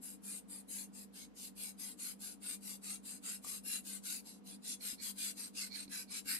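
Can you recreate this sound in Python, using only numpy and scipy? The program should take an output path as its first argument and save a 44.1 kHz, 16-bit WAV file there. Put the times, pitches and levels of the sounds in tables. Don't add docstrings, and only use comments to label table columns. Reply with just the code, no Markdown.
import sys
import numpy as np
from scipy import signal
from scipy.fft import rfft, irfft, next_fast_len
from scipy.io import wavfile

SR = 44100
rng = np.random.default_rng(int(sys.argv[2]) if len(sys.argv) > 2 else 0)


def unload_wav(signal):
    wavfile.write(
        sys.argv[1],
        SR,
        np.round(np.clip(np.atleast_2d(signal).T, -1, 1) * 32767).astype(np.int16),
    )


N = 281799


def from_db(db):
    return 10 ** (np.asarray(db) / 20)


def rms_one(x):
    return x / np.sqrt(np.mean(x ** 2) + 1e-20)


def at_hz(points, hz, column=1):
    points = np.array(points)
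    return np.interp(np.log(hz + 1e-9), np.log(points[:, 0]), points[:, column])


def filtered(x, response):
    size = next_fast_len(N + SR // 2)
    spectrum = rfft(x, size) * response(np.fft.rfftfreq(size, 1 / SR))
    return irfft(spectrum, size)[..., :N]


def resonance(f, hz, width_hz):
    return 1j * f * width_hz / (hz ** 2 - f ** 2 + 1j * f * width_hz)


def drift(rate_hz):
    step = 40
    settle = 2000
    pole = np.exp(-2 * np.pi * rate_hz * step / SR)
    noise = rng.standard_normal(N // step + settle + 2)
    slow = signal.lfilter([1], [1, -2 * pole, pole * pole], noise)[settle:]
    return np.interp(np.arange(N) / step, np.arange(len(slow)), rms_one(slow))


def echoes(x, t60_s):
    t = np.arange(SR // 2) / SR
    tail = rng.standard_normal((2, len(t))) * from_db(-60 * t / t60_s)
    tail /= np.sqrt(np.sum(tail ** 2, axis=1, keepdims=True))
    return signal.fftconvolve(np.atleast_2d(x), tail, axes=1)[:, :N]


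def appliance():
    # (frequency [Hz], nominal rms level [dB])
    hum_tones = [(54, -81), (178, -79), (198.3, -61.5), (247.3, -70.5), (481, -83), (743, -85)]
    # (frequency [Hz], relative density [dB])
    air_spectrum = [(25, -40), (55, -19.5), (90, -16.5), (150, -17), (195, 5.5), (230, -1.5), (295, 2.5),
                    (345, -15), (460, -7), (560, -16), (1000, -19.5), (2000, -28), (6000, -35.5),
                    (15000, -50)]
    # (frequency [Hz], correlation [-1 to 1])
    air_likeness = [(50, 0), (130, 0), (290, 0.12), (640, 0), (1400, 0.005)]
    air_rms_db = -61

    def air(sign):
        def response(f):
            correlation = np.clip(at_hz(air_likeness, f), -1, 1)
            return from_db(at_hz(air_spectrum, f)) * np.sqrt(1 + sign * correlation)
        return filtered(rng.standard_normal(N), response)

    mid, side = air(+1), air(-1)
    out = from_db(air_rms_db) * rms_one(np.array([mid + side, mid - side]))
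    t = np.arange(N) / SR
    side_phase_rad = np.array([[-.55], [.55]])
    for hz, rms_db in hum_tones:
        level = np.sqrt(2) * from_db(rms_db + 2.1 * drift(rate_hz=3.9))
        phase_rad = 2 * np.pi * hz * t + 0.5 * drift(rate_hz=1.83) + side_phase_rad
        out += level * np.sin(phase_rad)
    return out


def strike(hits, hz, t60_s):
    out = np.zeros(N)
    for start_s, db in hits:
        age_s = np.maximum(np.arange(N) / SR - start_s, 0)
        decay_db = np.minimum(60 * age_s / t60_s, 200)
        out += from_db(db - decay_db) * np.sin(2 * np.pi * hz * age_s)
    return out


def board():
    # (time [s], level [dB])
    knock_hits = [(3.446, -54), (3.453, -72), (3.468, -60)]
    # (frequency [Hz], t60 [s], gain [dB])
    board_modes = [(770, .05, -6), (1080, 0.028, 1), (1166, 0.055, 2)]
    # (time [s], level [dB])
    bump_hits = [(4.93, -50), (5.859, -54), (5.880, -49), (6.259, -53), (6.33, -55)]
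    knock = sum(from_db(db) * strike(knock_hits, hz, t60_s) for hz, t60_s, db in board_modes)
    return knock + strike(bump_hits, hz=268, t60_s=0.16)


def fibres(per_s, spread_db, smooth_share, snap_s=0.0004):
    snaps = rng.random(N) < per_s / SR
    sizes = from_db(spread_db * np.minimum(rng.exponential(1, N), 4)) * snaps
    energy = signal.lfilter([1], [1, -np.exp(-1 / (snap_s * SR))], sizes ** 2 + 1e-18)
    level = np.sqrt(energy / energy.mean() + smooth_share ** 2)
    return rms_one(level * rng.standard_normal((2, N)))


def squelches():
    # (centre [s], sigma [s], relative level [dB])
    slip_bursts = [(0.786, 0.0077, -61), (0.812, 0.0087, -55), (4.81, 0.0029, -52.5), (5.005, 0.014, -52),
                   (5.369, 0.0099, -69), (5.728, 0.016, -48.5), (5.755, 0.008, -44.5), (5.806, 0.022, -63),
                   (5.88, 0.0015, -52), (6.103, 0.015, -57), (6.304, 0.0086, -43.5)]
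    # (frequency [Hz], width [Hz], relative gain [dB])
    pocket_modes = [(2336, 72, -0.5), (4400, 160, -0.5), (4220, 72, 7)]

    def pocket(f):
        return sum(from_db(db) * resonance(f, hz, width_hz) for hz, width_hz, db in pocket_modes)

    t = np.arange(N) / SR
    level = sum(from_db(db) * np.exp(-.5 * ((t - centre_s) / sigma_s) ** 2)
                for centre_s, sigma_s, db in slip_bursts)
    slips = fibres(per_s=3100, spread_db=0.0, smooth_share=0.98)
    side_gain = from_db([[-7], [2]])
    return filtered(slips * level, pocket) / np.std(filtered(slips, pocket)) * side_gain


def knife_colour(f):
    # (frequency [Hz], left gain [dB], right gain [dB])
    friction = [(300, -52, -22), (706, -27, -22), (1335, -15.5, -14.5), (1520, -27, -6.5),
                (1820, -19, -10.5), (2470, -26, -3.5), (3310, -5.5, -9.5), (4090, -7.5, 3.5),
                (5030, -1.5, -4), (6040, -11, -9.5), (6880, -7.5, -29), (9500, -10.5, -11),
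                (11770, -1.5, -20), (12000, -5.5, -25), (13320, -15.5, -34), (15300, -23.5, -30)]
    # (frequency [Hz], width [Hz], left lift [dB], right lift [dB])
    blade_modes = [(2350, 164, 13.5, 1), (2761, 66, 14.5, 4.5), (4890, 45, 2, 9), (6444, 170, 8, 8),
                   (7215, 57, 7.5, 16.5), (7525, 125, 8, 17.5), (8432, 240, 13, 15), (9384, 55, 13.5, 15.5),
                   (10310, 124, 11.5, 0), (11145, 173, 3, 17), (13000, 140, 0, 12), (14300, 170, 3, 4)]
    colour = from_db([at_hz(friction, f, column=1), at_hz(friction, f, column=2)])
    for hz, width_hz, left_db, right_db in blade_modes:
        colour = colour * (1 + (from_db([[left_db], [right_db]]) - 1) * resonance(f, hz, width_hz))
    return colour


def contact_colour(f, fine_db=5.5, sides_db=3.5, broad_db=2.5):
    fine_hz = np.arange(0, SR / 2, 110)
    broad_hz = np.geomspace(700, 16000, 10)
    ripple_db = fine_db * rng.standard_normal(len(fine_hz))
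    ripple_db = ripple_db + sides_db * rng.standard_normal((2, len(fine_hz)))
    ripple_db += np.interp(fine_hz, broad_hz, broad_db * rng.standard_normal(len(broad_hz)))
    return from_db([np.interp(f, fine_hz, side_db) for side_db in ripple_db])


def balanced(f, shape, band_db, body_hz=900, body_db=-40):
    # (low edge [Hz], high edge [Hz])
    band_edges = [(6000, 15500), (3000, 6000), (1100, 3000)]
    power = np.mean(np.abs(shape) ** 2, axis=0)
    natural_db = [10 * np.log10(np.mean(power * (f > low) * (f < high))) for low, high in band_edges]
    lift_db = np.subtract(band_db, natural_db)[::-1]
    plateau_hz = np.sort(np.ravel(np.array(band_edges) * [1.12, 1 / 1.12]))
    gain_db = np.interp(f, [body_hz, *plateau_hz], [body_db, *np.repeat(lift_db, 2)])
    return shape * from_db(gain_db)


def stroke_level(age_s, start_s, length_s, swell_db):
    attack_s = 0.035 + 0.0038 * start_s
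    release_s = 0.044
    speed_db = 10.5 + 1.14 * start_s
    travel = np.clip(age_s / length_s, 0, 1)
    attack = np.clip(age_s / attack_s, 0, 1) ** 2
    release = np.clip((length_s - age_s) / release_s, 0, 1) ** 2
    speed = np.sin(np.pi * travel)
    return attack * release * from_db(speed_db * (speed - 1) + swell_db * (travel - .5))


def stroke_bands(time_s, hiss_db, is_push):
    # (time [s], rasp re hiss [dB], pull scrape re hiss [dB])
    coarseness = [(0, -14, -18.5), (0.8, -14, -19.5), (1.2, -5.5, -14), (1.65, -9.5, -16.5),
                  (3.9, -10, -14.5), (4.35, -5.5, -16), (5.4, -7, -14), (5.65, -2, -9), (6.35, -7, -10)]
    push_scrape_db = 2.0
    times_s, *columns = np.transpose(coarseness)
    rasp_db, scrape_db = (np.interp(time_s, times_s, column) for column in columns)
    return hiss_db + np.array([0, rasp_db, scrape_db + push_scrape_db * is_push])


def slicing(spots=4):
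    # (start [s], end [s], relative hiss level [dB], start-to-end swell [dB])
    strokes = [(0, 0.191, -49.5, -14.5), (0.209, 0.429, -45.5, 4), (0.465, 0.648, -49.0, -5),
               (0.662, 0.887, -44.0, -2), (0.91, 1.082, -53, -2), (1.112, 1.291, -53, -1),
               (1.331, 1.525, -49.5, 7), (1.539, 1.747, -46, -3.5), (1.758, 1.969, -46, -9),
               (1.959, 2.166, -44, -2.5), (2.177, 2.384, -47.5, -15), (2.39, 2.592, -44, 5),
               (2.589, 2.801, -47.0, 0), (2.797, 3.006, -44, 1), (3.012, 3.219, -48.0, -9.5),
               (3.204, 3.414, -43.5, -7.5), (3.4, 3.625, -44.0, 1), (3.615, 3.832, -39.5, 1.5),
               (3.809, 4.022, -46.0, 6.5), (4.008, 4.242, -42.5, -10.5), (4.223, 4.431, -58.5, -36),
               (4.417, 4.596, -54.5, 1), (4.596, 4.785, -44.5, 11), (4.777, 4.982, -42.5, -2.5),
               (4.972, 5.154, -42.5, 2), (5.132, 5.355, -40.5, 2.5), (5.329, 5.526, -47.0, -6),
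               (5.515, 5.718, -44.5, -5), (5.695, 5.882, -48.5, 2), (5.861, 6.072, -46, 1),
               (6.054, 6.237, -45.0, 16), (6.226, 6.421, -39, -3)]
    size, lead = 16384, 1024
    f = np.fft.rfftfreq(size, 1 / SR)
    age_s = (np.arange(size) - lead) / SR
    colour = knife_colour(f)
    grip_db = 0.61 * drift(rate_hz=22) + 0.28 * drift(rate_hz=220)
    tearing = fibres(per_s=4500, spread_db=2.0, smooth_share=0.75) * from_db(grip_db)
    tearing = np.pad(tearing, ((0, 0), (lead, size)))
    out = np.zeros_like(tearing)
    for k, (start_s, end_s, hiss_db, swell_db) in enumerate(strokes):
        first = round(start_s * SR)
        block = slice(first, first + size)
        length_s = end_s - start_s
        travel = np.clip(age_s / length_s, 0, 1)
        drive = tearing[:, block] * stroke_level(age_s, start_s, length_s, swell_db)
        band_db = stroke_bands((start_s + end_s) / 2, hiss_db, is_push=k % 2)
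        for spot in range(spots):
            share = np.maximum(1 - abs(travel * (spots - 1) - spot), 0)
            shape = balanced(f, colour * contact_colour(f), band_db)
            out[:, block] += irfft(rfft(drive * share) * shape)
    return from_db(1.05) * out[:, lead:lead + N]


def scene():
    work = slicing() + squelches() + board()
    return work + from_db(-11.5) * echoes(work, t60_s=0.15) + appliance()


def record(dry):
    return signal.sosfilt(signal.ellip(10, .1, 80, 15500, fs=SR, output="sos"), dry)


dry = scene()
out = record(dry)
unload_wav(out)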